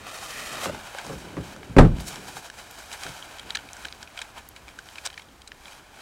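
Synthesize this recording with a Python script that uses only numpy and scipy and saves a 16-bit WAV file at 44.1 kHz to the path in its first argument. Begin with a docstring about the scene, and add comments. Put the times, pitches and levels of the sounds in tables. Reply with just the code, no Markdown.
"""Nylon rustles over a low rumble and faint woods as a hiker beside a car swings a backpack on.
A strap slides over the shoulder; buckles and small hard things in a pocket click. The car door passes
its hinge stops, latches and slams near 1.8 s: blows ring the panel and rattle loose trim, squeezed
cabin air pumps, and the input overloads. Rustle and clicks carry on, then fade.
Cloth, strap and clicks arrive twice, directly and off the gravel."""
import sys
import numpy as np
from scipy import signal
from scipy.fft import rfft, irfft
from scipy.io import wavfile
from scipy.ndimage import uniform_filter1d

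SR = 44100
rng = np.random.default_rng(int(sys.argv[2]) if len(sys.argv) > 2 else 0)


def waveform_to_disk(signal):
    """Save audio, clipped to [-1, 1], as 16-bit WAV at the path in sys.argv[1]."""
    frames = np.transpose(np.atleast_2d(signal))
    scaled = np.clip(frames, -1, 1) * 32767
    samples = np.round(scaled).astype(np.int16)
    wavfile.write(sys.argv[1], SR, samples)


N = 265173

# Slow movement of jacket and pack. Each row: time in seconds, level in dB, relative treble in dB.
CLOTH_MOTION = [(0.0, -48.5, -7), (0.05, -42.5, -8.5), (0.155, -41.5, -2.5), (0.434, -40.5, -0.5),
                (0.567, -37, -7), (0.75, -43, -7), (0.9, -44, -6.5), (1.2, -46, -3.5), (1.29, -48.5, -9),
                (1.6, -52.5, -6.5), (1.96, -50, -9), (2.2, -48, -3.5), (2.5, -54.5, -3), (3.1, -45, -3.5),
                (3.45, -48, -7), (4.1, -56, -5.5), (4.6, -57, -4), (5.3, -66.5, -1), (6.011, -53.5, -9)]
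# Cloth swishes. Each row: peak time in seconds, level in dB, length in ms, relative treble in dB.
CLOTH_SWISHES = [(0.641, -29.5, 26, -3.5), (0.993, -38.5, 25, -16), (1.477, -47, 84, -4),
                 (2.007, -43, 18, 0), (2.081, -41.5, 20, 8), (2.13, -40.5, 83, -4.5), (2.285, -41, 30, -3),
                 (2.365, -44.5, 42, -1.5), (2.459, -45, 27, -4), (2.599, -44, 50, -3.5),
                 (2.784, -45.5, 60, -2.5), (2.939, -41.5, 33, -5), (3.068, -42.5, 116, -6),
                 (3.387, -53, 36, -13), (3.502, -43.5, 26, -8), (3.83, -46.5, 117, -5),
                 (4.021, -48, 24, -5), (4.201, -45.5, 80, -7), (4.382, -40, 20, -8.5), (4.575, -55, 26, -7),
                 (4.7, -55, 57, -10), (4.97, -49, 190, -3), (5.064, -36, 13.5, -8), (5.188, -51.5, 27, -3),
                 (5.712, -48, 114, -4.5), (6.01, -49, 88, -6)]
# Rubbing nylon. Each row: frequency in Hz, relative density in dB.
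CLOTH_SPECTRUM = [(180, -26), (300, 3), (708, 0.5), (937, 0.5), (1280, 0), (2210, -4.5), (2480, -2),
                  (4140, -2), (15500, -27.5)]
# Ground echo, later while the pack is at shoulder height. Each row: time in seconds, lag in ms.
ECHO_LAG = [(0, 1.58), (.6, 1.58), (.8, 1.27), (6.01, 1.25)]
# Pack and door rumble. Each row: time in seconds, level in dB.
RUMBLE_LEVELS = [(0, -58), (.1, -53.5), (.45, -56), (.65, -43.5), (.75, -45), (.87, -56.5), (1.03, -53),
                 (1.117, -35), (1.2, -47), (1.38, -42.5), (1.6, -47), (1.96, -41), (2.05, -47.5),
                 (2.37, -53), (2.45, -58), (3.5, -57), (4.6, -61), (6.011, -59.5)]
# Distant woods. Each row: frequency in Hz, relative density in dB.
WOODS_SPECTRUM = [(15, -32), (25, -8), (64, -3), (178, -21.5), (215, -22), (482, -19.5), (826, -16.5),
                  (1050, -16.5), (1240, -17.5), (15500, -39.5)]
# Buckle, latch and pocket clicks. 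Each row: start in seconds, level in dB, ring in Hz,
# relative brightness in dB, decay time in ms.
HARD_CLICKS = [(0.2252, -29, 780, -15.5, 3), (0.6573, -15.5, 1170, -28, .8), (0.668, -27, 695, -10, 4.4),
               (0.6944, -19.5, 624, -22, 1.8), (0.7458, -28, 656, -25, 3.4), (0.9484, -26, 584, -13, 0.83),
               (0.984, -26, 1700, -5.5, 3.6), (0.998, -31, 800, -25, 3), (1.046, -28, 570, -8, 3),
               (1.0649, -31, 559, -1, 2), (1.5627, -32.5, 559, -7, 1.8), (1.6304, -31, 1270, -30, 2.2),
               (1.7852, -8, 1500, -22, 1.6), (1.9843, -32, 1733, -11, 1.6), (1.9998, -29, 3770, -14, 1.7),
               (2.1577, -28.5, 1750, 1, 1.5), (2.3684, -26, 845, -16, 1), (2.4998, -25, 1810, -6, 1.2),
               (2.5973, -35.5, 950, -13, 3.5), (2.711, -35.5, 12500, 3, 0.74),
               (2.916, -28.5, 2745, -7, 1.7), (2.927, -26.5, 3900, -2, 3.4), (2.9362, -30, 1302, -1, 1.0),
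               (3.0343, -24, 3219, -1, 1.3), (3.0646, -26.5, 1670, -13, 1.9),
               (3.225, -27.5, 3130, -15, 0.86), (3.3843, -32, 2853, -5, 2), (3.3948, -27.5, 3270, -6, 2.3),
               (3.4911, -34, 3003, -13, 3.2), (3.505, -18.5, 3230, -9.5, 1.65),
               (3.5487, -18, 3880, -23, 4.7), (3.5525, -18, 1710, 0, 2.9), (3.5704, -20, 1820, -11, 1.6),
               (3.588, -31.5, 1614, -11, 3.0), (3.6882, -34, 2454, -8, 1.6),
               (3.7322, -28.5, 7900, -2, 0.66), (3.7664, -37, 1561, 3, 2.8), (3.848, -26, 2380, -14, 1.6),
               (3.852, -19.5, 1750, -11.5, 1.66), (3.8839, -27, 3800, -17, 1.8),
               (3.925, -23.5, 3402, -9, 1), (4.0277, -28, 1750, -1.5, 2.3), (4.0744, -35.5, 2508, -15, 2.9),
               (4.175, -27, 2540, -7, 2.2), (4.1902, -22.5, 3160, -7, 1.1), (4.2158, -21.5, 3370, -7, 3.9),
               (4.488, -30.5, 13500, -16, 1.4), (4.5622, -32.5, 2422, -6.5, 2.1),
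               (4.681, -32, 2350, -8, 1.4), (4.688, -34, 2400, -7, 1.2), (4.7878, -28.5, 1630, -6, 2.9),
               (4.8878, -31, 2906, -7, 0.61), (4.9566, -27, 2900, -15, 1.3),
               (4.9814, -26.5, 2487, -15, 3.5), (5.0515, -26.5, 3340, 1.5, 3.2),
               (5.055, -25, 3540, -1, 3.7), (5.0604, -25, 2573, 5, 3.2), (5.072, -23.5, 3200, -2, 1.1),
               (5.1013, -31, 1800, -18, 1.8), (5.1287, -36, 3262, -14, 1.8), (5.141, -32.5, 3220, -18, 1.6),
               (5.1763, -26.5, 1880, -14, 2.6), (5.1958, -32.5, 2250, -16, 2.1),
               (5.219, -37.5, 3150, -8, 3.0), (5.285, -45, 3260, -13, 3.2), (5.4178, -35, 3300, -4, 1.7),
               (5.4746, -28.5, 3950, -3.5, 3.4), (5.518, -27, 1900, -16, 1.2),
               (5.656, -31.5, 3316, -17, 0.9), (5.681, -36, 2400, -7.3, 0.9), (5.722, -38, 3000, -6, 1),
               (5.731, -38, 2500, 0, .7)]
# Blows on the car body. 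Each row: start in seconds, strength in dB, contact in ms, low cut in Hz,
# rattle drive in dB.
DOOR_BLOWS = [(0.6578, -20.5, 0.86, 483, -40), (0.658, -31, 4.7, 87.5, -34), (0.682, -40, 1.8, 90, -35),
              (0.716, -45, 9.9, 70.5, -58), (1.097, -29.5, 1.45, 250, -35), (1.119, -29, 2, 150, -40),
              (1.162, -36, 5.3, 60, -58), (1.367, -22.5, 2.23, 134, -29.5), (1.395, -31.5, 4.2, 80, -59),
              (1.693, -27, 4.3, 80, -54), (1.7645, -2.5, 1.9, 240, -15), (1.782, -2, 2.7, 40, -8),
              (1.7852, -8, 1.66, 500, -8), (1.807, -6.5, 4.5, 50, -21), (1.814, -12, 12, 50, -35),
              (1.828, -9.5, 3.3, 79, -29.5), (1.847, -18.5, 2.6, 80, -25), (3.052, -36, 4.1, 90, -38),
              (3.079, -35.5, 2.7, 90, -60)]
# Door panel modes. Each row: frequency in Hz, gain in dB.
PANEL_MODES = [(58, -2), (78, -18.5), (95, -12), (122, -4), (150, -14), (172, -4.5), (210, -16),
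               (243, -10.5), (291, -6.5), (327, -19), (380, -6.5), (425, -10.5), (488, -22.5), (540, -1.5),
               (613, -11.5), (721, -43.5), (812, -9), (940, -21.5), (1050, -17), (1267, -19), (1386, -18.5)]
# Body shudder and loose trim. Each row: band frequency in Hz, gain in dB, T60 in seconds.
TRIM_BANDS = [(50, -17.5, 0.58), (168, -22, 0.65), (120, -9, 0.34), (214, -8.5, 0.26), (430, -6.5, 0.17),
              (1003, -7, 0.12), (1895, -11.5, 0.054), (3630, -24, 0.085), (7000, -28, 0.089),
              (12000, -50.5, 0.032)]


def undb(db):
    return 10 ** (np.asarray(db) / 20)


def unit_rms(x):
    return x / np.sqrt(np.mean(x ** 2))


def curve(points):
    """Per-sample values through (seconds, value) points."""
    return np.interp(np.arange(N) / SR, *np.transpose(points))


def shaped_noise(spectrum):
    """Noise shaped by (Hz, dB) points on a log axis; rms 1."""
    hz, db = np.transpose(spectrum)
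    bins_hz = np.maximum(np.arange(N // 2 + 1) * SR / N, 1)
    gain = undb(np.interp(np.log(bins_hz), np.log(hz), db))
    return unit_rms(irfft(rfft(rng.standard_normal(N)) * gain, N))


def band(x, low_hz, high_hz):
    sos = signal.butter(2, [low_hz, min(high_hz, SR / 2.1)], "band", fs=SR, output="sos")
    return signal.sosfilt(sos, x)


def band_noise(low_hz, high_hz):
    return unit_rms(band(rng.standard_normal(N), low_hz, high_hz))


def ring(x, hz, t60_s):
    """One decaying mode; a unit impulse rings with amplitude 1."""
    pole = np.exp(2j * np.pi * hz / SR - np.log(1000) / (t60_s * SR))
    return signal.lfilter([1], [1, -pole], x).imag


def wander(rate_hz):
    """Slewed random steps; rms 1."""
    hold = int(SR / rate_hz)
    steps = np.repeat(rng.standard_normal(N // hold + 1), hold)
    return unit_rms(uniform_filter1d(steps, hold)[:N])


def with_ground_echo(x, gain=0.4):
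    """Adds the softer, duller path off the gravel, which combs the spectrum."""
    samples = np.arange(N)
    echo = np.interp(samples - curve(ECHO_LAG) * SR / 1000, samples, x)
    return x + gain * signal.lfilter([0.5], [1, -0.5], echo)


def rustle(rise_lengths=0.87, fall_lengths=0.9):
    """Nylon rubs in dense uneven grains: slow movement plus swishes; stiff folds hiss higher."""
    t = np.arange(N) / SR
    times_s, db, treble_db = np.transpose(CLOTH_MOTION)
    mid_power = undb(np.interp(t, times_s, db)) ** 2
    treble_power = undb(np.interp(t, times_s, db + treble_db)) ** 2
    for peak_s, db, length_ms, treble_db in CLOTH_SWISHES:
        age_lengths = 1000 * (t - peak_s) / length_ms
        swish = undb(db) * np.exp(np.minimum(age_lengths / rise_lengths, -age_lengths / fall_lengths))
        mid_power += swish ** 2
        treble_power += (swish * undb(treble_db)) ** 2
    mid = band(shaped_noise(CLOTH_SPECTRUM), 590, 2970)
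    treble = band(shaped_noise(CLOTH_SPECTRUM), 6610, 15900)
    grain = undb(1.05 * wander(rate_hz=300) + 1.2 * wander(rate_hz=50))
    mid = np.sqrt(mid_power) * unit_rms(grain * mid)
    treble = np.sqrt(treble_power) * unit_rms(grain * treble)
    return with_ground_echo(mid + treble)


def rumble(flutter_db=2.6):
    """Low uneven noise from the pack and the swinging door."""
    return band_noise(78, 425) * undb(curve(RUMBLE_LEVELS) + flutter_db * wander(rate_hz=25))


def woods(level_db=-53.5, swell_db=0.97):
    """Distant rumble and faint hiss, swelling a little."""
    return shaped_noise(WOODS_SPECTRUM) * undb(level_db + swell_db * wander(rate_hz=0.72))


def clicks(ring_db=3.0, top_re_edge_db=-18):
    """Hard parts click in scratchy bursts: a ring over a broad body, a bright edge, a thin top."""
    n = 2048
    out, t_ms = np.zeros(N + n), 1000 * np.arange(n) / SR
    for start_s, db, ring_hz, bright_db, decay_ms in HARD_CLICKS:
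        age = t_ms / decay_ms
        burst = rng.laplace(size=n) * np.exp(-age) * (1 - np.exp(-age / 0.25))
        low_hz = max(min(1400, ring_hz / 1.4), ring_hz / 2.2)
        body = band(burst, low_hz, 3 * low_hz)
        body = band(body, low_hz / 2.6, max(5200, 1.5 * ring_hz))
        body += undb(ring_db) * band(burst, ring_hz / 1.12, ring_hz * 1.068)
        edge, top = band(burst, 4800, 8600), band(burst, 10500, 15500)
        body, edge, top = (part / np.abs(part).max() for part in (body, edge, top))
        click = body + undb(bright_db) * (edge + undb(top_re_edge_db) * top)
        out[int(start_s * SR):][:n] += undb(db) * click
    return with_ground_echo(out[:N], gain=0.37)


def strap(start_s=0.26, end_s=0.54, gain_db=-42.5, centre_hz=2100, width_ratio=1.3):
    """The nylon strap slides over the shoulder: one narrow-band stroke that swells and stops."""
    progress = np.clip((np.arange(N) / SR - start_s) / (end_s - start_s), 0, 1)
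    sliding = (progress > 0) & (progress < 1)
    swell = np.sqrt(np.sin(np.pi * progress ** 1.3) + 1e-9) * sliding
    friction = band_noise(centre_hz / width_ratio, centre_hz * width_ratio)
    grain = undb(1.5 * wander(rate_hz=59))
    return with_ground_echo(undb(gain_db) * swell * friction * grain)


def door(t60_at_100hz_s=0.26, loss_exponent=0.5):
    """Blows ring the panel and shake the trim; long contacts lack treble, small parts lack bass."""
    push, shake = np.zeros(N), np.zeros(N)
    for start_s, db, contact_ms, low_hz, rattle_db in DOOR_BLOWS:
        start, n = int(start_s * SR), int(contact_ms * SR / 1000)
        pulse = np.zeros(4096)
        pulse[:n] = np.hanning(n + 2)[1:-1] * 2 / n
        push[start:][:len(pulse)] -= undb(db) * band(pulse, low_hz, 18900)
        shake[start:][:n] += undb(rattle_db) * pulse[:n]
    panel = np.zeros(N)
    for k, (hz, db) in enumerate(PANEL_MODES):
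        t60_s = t60_at_100hz_s * (100 / hz) ** loss_exponent
        panel += (-1) ** k * undb(db) * ring(push, hz, t60_s)  # neighbours move air in opposite senses
    return panel + trim_rattle(shake)


def trim_rattle(shake):
    """The body shudders and loose trim rattles: noise bands that decay after each blow."""
    out = np.zeros(N)
    for hz, db, t60_s in TRIM_BANDS:
        pole = np.exp(-np.log(1000) / (t60_s * SR))
        envelope = signal.lfilter([1], [1, -pole], shake)
        out += undb(db) * envelope * band_noise(hz / 1.5, hz * 1.28)
    return out


def cabin_air(start_s=1.777, hz=30.5, gain_db=2.6, rise_s=0.018, t60_s=0.3):
    """The shutting door compresses the cabin air, which pumps a few deep cycles."""
    age_s = np.maximum(np.arange(N) / SR - start_s, 0)
    envelope = np.exp(-np.log(1000) * age_s / t60_s) * (1 - np.exp(-age_s / rise_s))
    return -undb(gain_db) * envelope * np.sin(2 * np.pi * hz * age_s)


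def scene():
    return (rustle() + rumble() + woods() + clicks() + strap() + door() + cabin_air())[None]


def record(dry, cutoff_hz=15700):
    """The slam clips the input; a steep low-pass cuts the top."""
    lowpass = signal.ellip(8, 0.1, 70, cutoff_hz, fs=SR, output="sos")
    return signal.sosfilt(lowpass, np.clip(dry, -1, 1))


dry = scene()
out = record(dry)
waveform_to_disk(out)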